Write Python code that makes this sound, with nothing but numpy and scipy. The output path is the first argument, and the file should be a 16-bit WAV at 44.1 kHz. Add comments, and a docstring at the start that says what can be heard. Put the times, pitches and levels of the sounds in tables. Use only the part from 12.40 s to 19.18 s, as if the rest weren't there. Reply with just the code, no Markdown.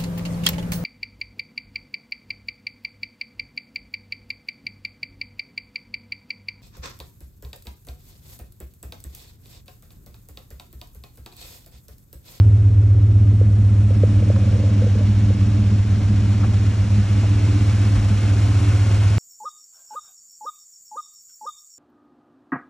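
"""V8 idling at the kerb

A hand-held camera swings round and walks from the tail of a big V8 to its bonnet, its two ports a little unlike.
Uneven exhaust pulses ring the muffler and pipes and throb about eight times a second, with gas rushing out.
Shaped noise makes the engine fan, which grows nearer, the faint open air and a few shoe scuffs on concrete.
A jacket rustles as fine crackle, fingers knock and rub on the camera, and soft puffs of air reach the microphone."""
import sys
import numpy as np
from scipy import signal
from scipy.fft import rfft, irfft, next_fast_len
from scipy.io import wavfile

SR = 44100
rng = np.random.default_rng(int(sys.argv[2]) if len(sys.argv) > 2 else 0)


def wav_record(signal):
    """Record a signal, one row per channel, as 16-bit PCM in the file named by sys.argv[1]."""
    frames = np.transpose(np.atleast_2d(signal))
    bounded = np.clip(frames, -1, 1)
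    # unit amplitude maps onto the largest positive 16-bit level
    quanta = np.round(bounded * 32767).astype(np.int16)
    wavfile.write(sys.argv[1], SR, quanta)


N = 299086
TIME = np.arange(N) / SR  # seconds
IDLE_RPM = 948.0  # crank speed between surges and sags


def gain_of(db):
    """Decibels to amplitude."""
    return 10 ** (np.asarray(db) / 20)


def evened(x):
    """Scales to rms 1."""
    return x / np.sqrt(np.mean(x ** 2) + 1e-20)


def read(points, hz):
    """Reads a spectrum on a log-frequency axis."""
    f, value = np.transpose(points)
    return np.interp(np.log(hz + 1), np.log(f + 1), value)


def curves(rows, t=TIME):
    """Each column of a table of curves at the times t."""
    s, *columns = np.transpose(rows)
    return [np.interp(t, s, column) for column in columns]


def bump(offset, length):
    """A smooth swell of height 1; length is its full width where it has fallen to 1/e."""
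    return np.exp(-(2 * offset / length) ** 2)


def filtered(x, response):
    """Applies a response given as a function of frequency."""
    size = next_fast_len(x.shape[-1] + 2048, real=True)
    hz = np.fft.rfftfreq(size, 1 / SR) + 1e-3  # keeps clear of division by zero
    return irfft(rfft(x, size) * response(hz), size)[..., :x.shape[-1]]


def resonance(f, hz, width):
    """A steep resonance of gain 1: two like stages in a row, each of the given width."""
    return 1 / (1 + 1j * (f / hz - hz / f) * hz / width) ** 2


def analytic(x):
    """The complex form of a tone: its size is the envelope, its square the octave."""
    return signal.hilbert(x, next_fast_len(N))[:N]


def drift(rate_hz):
    """Random wavering of rms 1, slower than about rate_hz."""
    return evened(filtered(rng.standard_normal(N), lambda f: 1 / (1 + (f / rate_hz) ** 4)))


def port_noise(colour):
    """Coloured noise of rms 1, partly alike at the two microphone ports."""
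    # Likeness of the two ports. Each row: frequency in Hz, correlation 0-1.
    likeness = [(250, 0.95), (600, 0.69), (1100, 0.4), (1700, 1), (4500, 0.93), (8000, 0.8), (11000, 0.74),
                (13000, 1)]

    def noise_part(sign):
        def response(f):
            share = np.sqrt((1 + sign * np.clip(read(likeness, f), 0, 1)) / 2)
            return gain_of(read(colour, f)) * share
        return filtered(rng.standard_normal(N), response)

    shared, apart = noise_part(1), noise_part(-1)
    return evened(np.array([shared + apart, shared - apart]))


def bursts(rows, relative_width):
    """Brief swells of noise, each round its own pitch."""
    out = np.zeros(N)
    for s, length, db, hz in rows:
        noise = evened(filtered(rng.standard_normal(N), lambda f: resonance(f, hz, relative_width * hz)))
        out += gain_of(db) * noise * bump(TIME - s, length)
    return out


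def distances():
    """Metres from the camera to the tailpipe and to the engine along the walk."""
    # Path from tail to bonnet. Each row: time in seconds, distance from the tailpipe in metres.
    walk = [(0, 0.69), (1.1, 0.92), (2, 1.4), (3.2, 1.47), (4.3, 2.12), (5.3, 2.85), (5.75, 2.85),
            (6.3, 3.14), (6.78, 3.04)]
    engine_m = 5.027  # from the tailpipe
    to_tail = np.maximum(curves(walk)[0], .1)
    return to_tail, np.maximum(engine_m - to_tail, .1)


def heard_db(reach, metres):
    """Direct sound falls with distance over an all-round share; screening acts on both.

    Reach: direct dB at 1 m, all-round dB, change when screened in dB, how early it clears (1 = evenly)."""
    # The camera starts turned away, screened from the car, then swings round.
    # Each row: time in seconds, screening 0-1.
    screening = [(0, 1), (.6, 0.94), (1.1, 0.68), (1.4, 0.58), (1.7, 0.19), (2.1, 0.01)]
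    direct_db, around_db, screened_db, clears = reach
    screened = np.clip(curves(screening)[0], 0, None) ** clears
    open_gain = np.hypot(gain_of(direct_db) / metres, gain_of(around_db))
    return 20 * np.log10(open_gain) + screened_db * screened


def reflected(x, metres, height_m, road_db, kerb_db):
    """Road and kerb reflections comb the sound, and the comb slides as the listener walks."""
    camera_height_m, sound_m_per_s = 1.4, 343
    kerb_ms, kerb_ms_per_m = 3.8, .9  # delay at the source, and its growth with distance
    bounced_m = np.hypot(metres, camera_height_m + height_m)
    direct_m = np.hypot(metres, camera_height_m - height_m)
    road_s = (bounced_m - direct_m) / sound_m_per_s
    kerb_s = (kerb_ms + kerb_ms_per_m * metres) / 1000

    def delayed(s):
        return np.array([np.interp(TIME - s, TIME, side) for side in x])

    return evened(x + gain_of(road_db) * delayed(road_s) + gain_of(kerb_db) * delayed(kerb_s))


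def rpm(t):
    """Crank speed: the idle hunts, with a smooth bump for each surge or sag."""
    # Surges and sags. Each row: centre in seconds, length in seconds, extra rpm.
    surges = [(.145, .26, 17), (.643, .61, 18.7), (2.016, .46, 31), (2.554, .2, -14.5), (2.945, .31, 17.6),
              (3.66, .32, -16.3), (4.0, 1.02, 15.7), (4.613, .26, -12.7), (5.145, .62, 17.7),
              (5.75, .06, -12), (6.175, .42, 27)]
    return IDLE_RPM + sum(extra * bump(t - s, length) for s, length, extra in surges)


def street(level_db=-54.0):
    """The faint steady hiss of the open air: coloured noise."""
    # Spectrum of the open air. Each row: frequency in Hz, relative dB per Hz.
    street_colour = [(200, 1), (700, 5.5), (1800, -15), (4000, -23), (9000, -13.5), (12100, -17),
                     (12800, -38), (15500, -47.5)]
    return gain_of(level_db) * port_noise(street_colour)


def scuffs():
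    """Shoes scuff the concrete: brief broad bursts of noise."""
    # Each row: centre in seconds, length in seconds, level in dB, pitch in Hz.
    scuff_rows = [(1.963, 0.004, -30, 960), (4.043, 0.03, -37, 1150), (4.046, 0.018, -36, 610),
                  (4.845, 0.04, -38.5, 620), (6.512, 0.027, -35, 500)]
    return bursts(scuff_rows, relative_width=0.63)


def puffs():
    """Air puffs on the microphone: short swells of low, narrow noise."""
    # Each row: centre in seconds, length in seconds, level in dB, pitch in Hz.
    puff_rows = [(2.53, 0.18, -40, 49.7), (4.44, 0.12, -32, 48.7), (5.61, 0.11, -20, 52)]
    return bursts(puff_rows, relative_width=0.11)


def jacket(grains_per_s=2500, width_hz=4800, top_hz=11800):
    """Padded nylon brushes past the camera: a fine, bright crackle of random grains that swells and dies."""
    # Each row: centre in seconds, length in seconds, level in dB, pitch in Hz.
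    rustles = [(0.05, 0.548, -63, 7860), (1.551, 1.601, -60.5, 8200)]
    out = np.zeros((2, N))
    for s, length, db, hz in rustles:
        grains = rng.standard_normal((2, N)) * (rng.random((2, N)) < grains_per_s / SR)
        crackle = filtered(grains, lambda f: resonance(f, hz, width_hz) ** 2 / (1 + (f / top_hz) ** 20))
        out += gain_of(db) * evened(crackle) * bump(TIME - s, length)
    return out


def finger_knocks(rise_s=0.0038, softness=3.9, ring_s=0.0072, thud_db=-14, thud_hz=300):
    """Soft knocks ring the camera's case for a few cycles; each also gives a dull thud."""
    # Each row: start in seconds, level in dB, after-ring in dB against the knock, ring in Hz.
    knock_rows = [(1.011, -19.5, -20, 467), (1.505, -25.5, -15, 511), (1.6333, -10, -38, 493),
                  (1.822, -26, -11, 490), (1.899, -16.5, -22, 536), (1.965, -31, -4, 542),
                  (2.074, -29, -10, 556), (2.154, -30.5, -1.5, 490), (2.235, -26.5, -11, 526),
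                  (2.419, -22, -6, 513), (2.44, -33, -15, 517), (2.464, -26.5, -1, 486),
                  (2.552, -28.5, -9, 468), (2.589, -28, -9, 466), (2.606, -33, -1, 588),
                  (2.902, -24.5, -23, 486)]
    out = np.zeros(N)
    for s, db, ring_db, hz in knock_rows:
        age = np.clip(TIME - s, 0, .2)
        swell = (age / rise_s * np.exp(1 - age / rise_s)) ** softness
        # a finger that lifts lets the case ring on
        tail = gain_of(ring_db) * age / ring_s * np.exp(1 - age / ring_s)
        case = (swell + tail) * np.sin(2 * np.pi * hz * age)
        thud = gain_of(thud_db) * swell * np.sin(2 * np.pi * thud_hz * age)
        out += gain_of(db) * (case + thud)
    return out


def finger_rub(case_hz=530, case_width_hz=240, slips_per_s=1400, level_db=-42):
    """One slide of the fingers over the case: random tiny slips of skin ring it."""
    start_s, rise_s, end_s, release_s = 1.4, 0.69, 2.5, 0.05
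    slips = rng.standard_normal(N) * (rng.random(N) < slips_per_s / SR)
    rub = evened(filtered(slips, lambda f: resonance(f, case_hz, case_width_hz) ** 2))
    stroke = np.clip(np.minimum((TIME - start_s) / rise_s, (end_s - TIME) / release_s), 0, 1)
    return gain_of(level_db) * stroke * rub


def fan_unrest(flutter_db=0.59):
    """The air of the engine bay flutters at random and chuffs twice in each firing cycle."""
    # Each row: place in the cycle 0-1, length in cycles, swell in dB.
    chuffs = [(0.0, .11, 1.3), (.35, .2, 1)]
    cycles = np.cumsum(rpm(TIME)) / (2 * 60 * SR)  # two turns of the crank each
    chuff_db = 0
    for place, length, db in chuffs:
        offset = (cycles - place + .5) % 1 - .5
        chuff_db = chuff_db + db * bump(offset, length)
    return gain_of(flutter_db * drift(40) + chuff_db - chuff_db.mean())


def fan(split_hz=1800):
    """Air rushes through the engine bay: body, hiss, bay resonances and fizz, each with its own reach."""
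    # Spectrum of the rushing air. Each row: frequency in Hz, relative dB per Hz.
    fan_colour = [(200, -7.5), (400, -5), (520, -1.5), (800, -4.5), (1150, -6.5), (1480, -7), (1830, -10),
                  (2200, -9), (2700, -9), (3100, -11.5), (3900, -14.5), (5200, -14.5), (7600, -19.5),
                  (9000, -26.5), (11600, -33), (15500, -49)]
    # Engine-bay resonances. Each row: frequency in Hz, width in Hz, relative dB.
    bay_modes = [(1410, 410, -0.5), (2160, 150, 1.5), (2620, 170, -0.5)]
    # How each carries: direct dB at 1 m, all-round dB, change when screened in dB, how early it clears.
    body_reach = (-32, -59, -6, 1.4)
    hiss_reach = (-34, -58.5, -9.5, 1)
    bay_db, bay_db_per_m = -39.5, -7.5  # at 1 m, and the fade: heard only near the bonnet
    # the finest hiss escapes only at the gaps of the bonnet and fades fast
    fizz_db, fizz_db_per_m, fizz_hz = -44, -14.5, 8500  # at 1 m, the fade, lower edge
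    to_engine = distances()[1]
    air = reflected(port_noise(fan_colour), to_engine, height_m=.87, road_db=-25.0, kerb_db=-15.5)
    body = filtered(air, lambda f: 1 / (1 + (f / split_hz) ** 4))
    hiss = air - body
    fizz = filtered(air, lambda f: 1 / (1 + (fizz_hz / f) ** 8))

    def bay_response(f):
        return sum(gain_of(db) * abs(resonance(f, hz, width)) for hz, width, db in bay_modes)

    bay = filtered(port_noise(fan_colour), bay_response)
    rush = (evened(body) * gain_of(heard_db(body_reach, to_engine))
            + evened(hiss) * gain_of(heard_db(hiss_reach, to_engine))
            + evened(bay) * gain_of(bay_db + bay_db_per_m * (to_engine - 1))
            + evened(fizz) * gain_of(fizz_db + fizz_db_per_m * (to_engine - 1)))
    return fan_unrest() * rush


def firings(uneven_db=0.57, jitter_ms=0.12):
    """Eight exhaust pulses in two turns of the crank, no two burns alike."""
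    # How each cylinder's pulse reaches the tailpipe, in firing order.
    # Each row: relative strength in dB, lateness in ms.
    cylinders = [(-5, 3), (-10.5, -2.5), (1.7, -1.49), (7.5, 2.05), (-7.5, -1.22), (-5.5, -2), (3, 2.5),
                 (2.4, -1.5)]
    # A weak burn now and then leaves a hole in the throb.
    # Each row: centre in seconds, length in seconds, change in dB.
    stumbles = [(0.276, 0.027, -5.5), (0.896, .03, -4), (2.537, .03, -4.5), (2.92, .03, -6.5),
                (3.42, 0.033, -6), (3.538, 0.035, -8), (3.796, 0.026, -4), (4.302, .03, -7),
                (4.421, 0.033, -7), (4.614, 0.033, -7.5), (5.556, 0.13, -3), (5.758, .12, -3)]
    surge_db_per_rpm = 0.06  # the burns are stronger while the crank picks up
    t = np.arange(-SR, N + SR) / SR  # starts a second early so the pipe already rings
    cycles = np.cumsum(rpm(t)) / (2 * 60 * SR)
    cycles -= cycles[SR]
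    count = len(cylinders)
    number = np.arange(np.ceil(cycles[0] * count) + 2, cycles[-1] * count - 2).astype(int)
    strength_db, late_ms = np.array(cylinders)[number % count].T
    burn, lag = rng.standard_normal((len(number), 2)).T
    at = np.interp(number / count, cycles, t) + (late_ms + jitter_ms * lag) / 1000
    surge_db = surge_db_per_rpm * (rpm(at) - IDLE_RPM)
    stumble_db = sum(db * bump(at - s, length) for s, length, db in stumbles)
    pulses = np.zeros(len(t))
    pulses[np.round((at + 1) * SR).astype(int)] = gain_of(strength_db + uneven_db * burn + surge_db + stumble_db)
    return pulses


def ring(pulses, modes):
    """Pulses ring resonances of alternating sign; the early second is cut off."""
    def response(f):
        return sum((-1) ** k * gain_of(db) * resonance(f, hz, width)
                   for k, (hz, width, db) in enumerate(modes))

    return evened(filtered(pulses, response)[SR:SR + N])


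def steepened(note, power):
    """Loud swells in a pipe steepen and come out louder still, so the note beats with the throb."""
    return evened(note * abs(analytic(note)) ** power)


def gas_rush(low_note, low_level_db, to_tail, level_db=-30, follow=0.2, throb=0.086):
    """Gas rushes from the tailpipe: coloured noise that swells with the low note."""
    # Spectrum of the rushing gas. Each row: frequency in Hz, relative dB per Hz.
    gas_colour = [(20, -27), (32, -16), (48, -1), (75, -2), (120, 0.5), (150, -5.5), (250, -5), (330, -10),
                  (430, -19.5), (600, -21.5), (900, -37.5), (2000, -68)]
    flow = evened(1 + throb * abs(analytic(low_note)))
    gas = reflected(port_noise(gas_colour), to_tail, height_m=0.38, road_db=-14, kerb_db=-24.5)
    return gas * flow * gain_of(level_db + follow * (low_level_db - low_level_db.mean()))


def exhaust(boom_steepen=0.082, high_steepen=0.47, high_flutter_db=1.38):
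    """The muffler booms at both ends of the car, the pipes add higher notes, and gas rushes out."""
    # Muffler and pipe resonances; the top one is the front pipe, heard from the engine end.
    # Each row: frequency in Hz, width in Hz, relative dB.
    muffler_modes = [(60.35, 5.8, -15.5), (98.35, 17.22, 0.5), (100.9, 19.83, -4)]
    low_modes = [(203.05, 17.8, 0)]
    high_modes = [(288.5, 16.4, 3.5), (314, 12, -18)]
    top_modes = [(382, 31, 0)]
    # How each carries: direct dB at 1 m, all-round dB, change when screened in dB, how early it clears.
    boom_reach = (-15, -19.5, -0.1, 4.5)
    low_reach = (-24, -50.5, -19, 1.5)
    high_reach = (-43, -37.5, -5.5, 2)
    top_reach = (-40, -64.5, 6, 2)
    # The pipe notes waver along the walk. Each row: time in seconds, change in dB.
    low_waver = [(0, 4), (.4, -2.5), (1.2, 2.5), (2, -2), (2.4, -1), (2.8, 0), (3.6, 2.5), (4.1, -.5),
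                 (4.6, 3.5), (5, -2), (5.7, 4.5), (6.1, -3.5), (6.78, -5)]
    high_waver = [(0, -3.5), (.7, 3), (1.3, -3), (1.7, 3), (2.5, -1.5), (2.8, 1.5), (3.9, 1.5), (4.4, -3),
                  (5.1, 2.5), (5.5, 0.5), (6, 1.5), (6.3, 1), (6.78, -17)]
    boom_front_db = -11.5  # boom that comes out under the engine, at 1 m
    octave_db = -5.5  # against the low note
    pulses = firings()
    to_tail, to_engine = distances()

    boom_gain = np.hypot(gain_of(heard_db(boom_reach, to_tail)), gain_of(boom_front_db) / to_engine)
    low_level_db = heard_db(low_reach, to_tail)
    low_gain = gain_of(low_level_db + curves(low_waver)[0])
    high_gain = gain_of(heard_db(high_reach, to_tail) + curves(high_waver)[0])
    top_gain = gain_of(heard_db(top_reach, to_engine))

    boom = steepened(ring(pulses, muffler_modes), boom_steepen)
    # the boom steepens in the pipe and gains a clean octave, which joins the low note
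    octave = evened((analytic(boom) ** 2).real)
    low_note = evened(ring(pulses, low_modes) - gain_of(octave_db) * octave)
    flutter = gain_of(high_flutter_db * drift(16))
    high_note = steepened(ring(pulses, high_modes) * flutter, high_steepen)
    top_note = ring(pulses, top_modes)
    notes = boom_gain * boom - low_gain * low_note + high_gain * high_note - top_gain * top_note
    return notes + gas_rush(low_note, low_level_db, to_tail)


def scene():
    """Airborne sound differs in level and phase at the ports; knocks, rub and puffs reach both alike."""
    # Level between the ports. Each row: frequency in Hz, left over right in dB.
    tilt = [(60, -3), (110, 0), (190, -2), (350, -2.5), (620, -1), (1120, 6), (1900, 0), (3600, 0)]
    # Phase between the ports. Each row: frequency in Hz, radians that left leads.
    lead = [(500, 0), (950, 1.2), (1450, -.1), (2000, .45), (2600, 1.15), (3700, .4), (4400, 1.1),
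            (4740, 2.1), (5000, 4.3), (5250, 6.2), (6000, 7), (10000, 8.35), (12500, 9.4)]
    sides = np.array([[.5], [-.5]])  # each port takes half of the difference
    airborne = street() + scuffs() + fan() + exhaust()

    def port_response(f):
        return gain_of(sides * read(tilt, f)) * np.exp(1j * sides * read(lead, f))

    at_ports = filtered(airborne, port_response)
    return at_ports + puffs() + jacket() + finger_knocks() + finger_rub()


def record(dry):
    """The recorder's band limit: a steep low-pass filter."""
    edge_hz = 15750
    low_pass = signal.firwin(511, edge_hz, window=("kaiser", 9), fs=SR)
    return signal.oaconvolve(dry, low_pass[None], "same")


dry = scene()
out = record(dry)
wav_record(out)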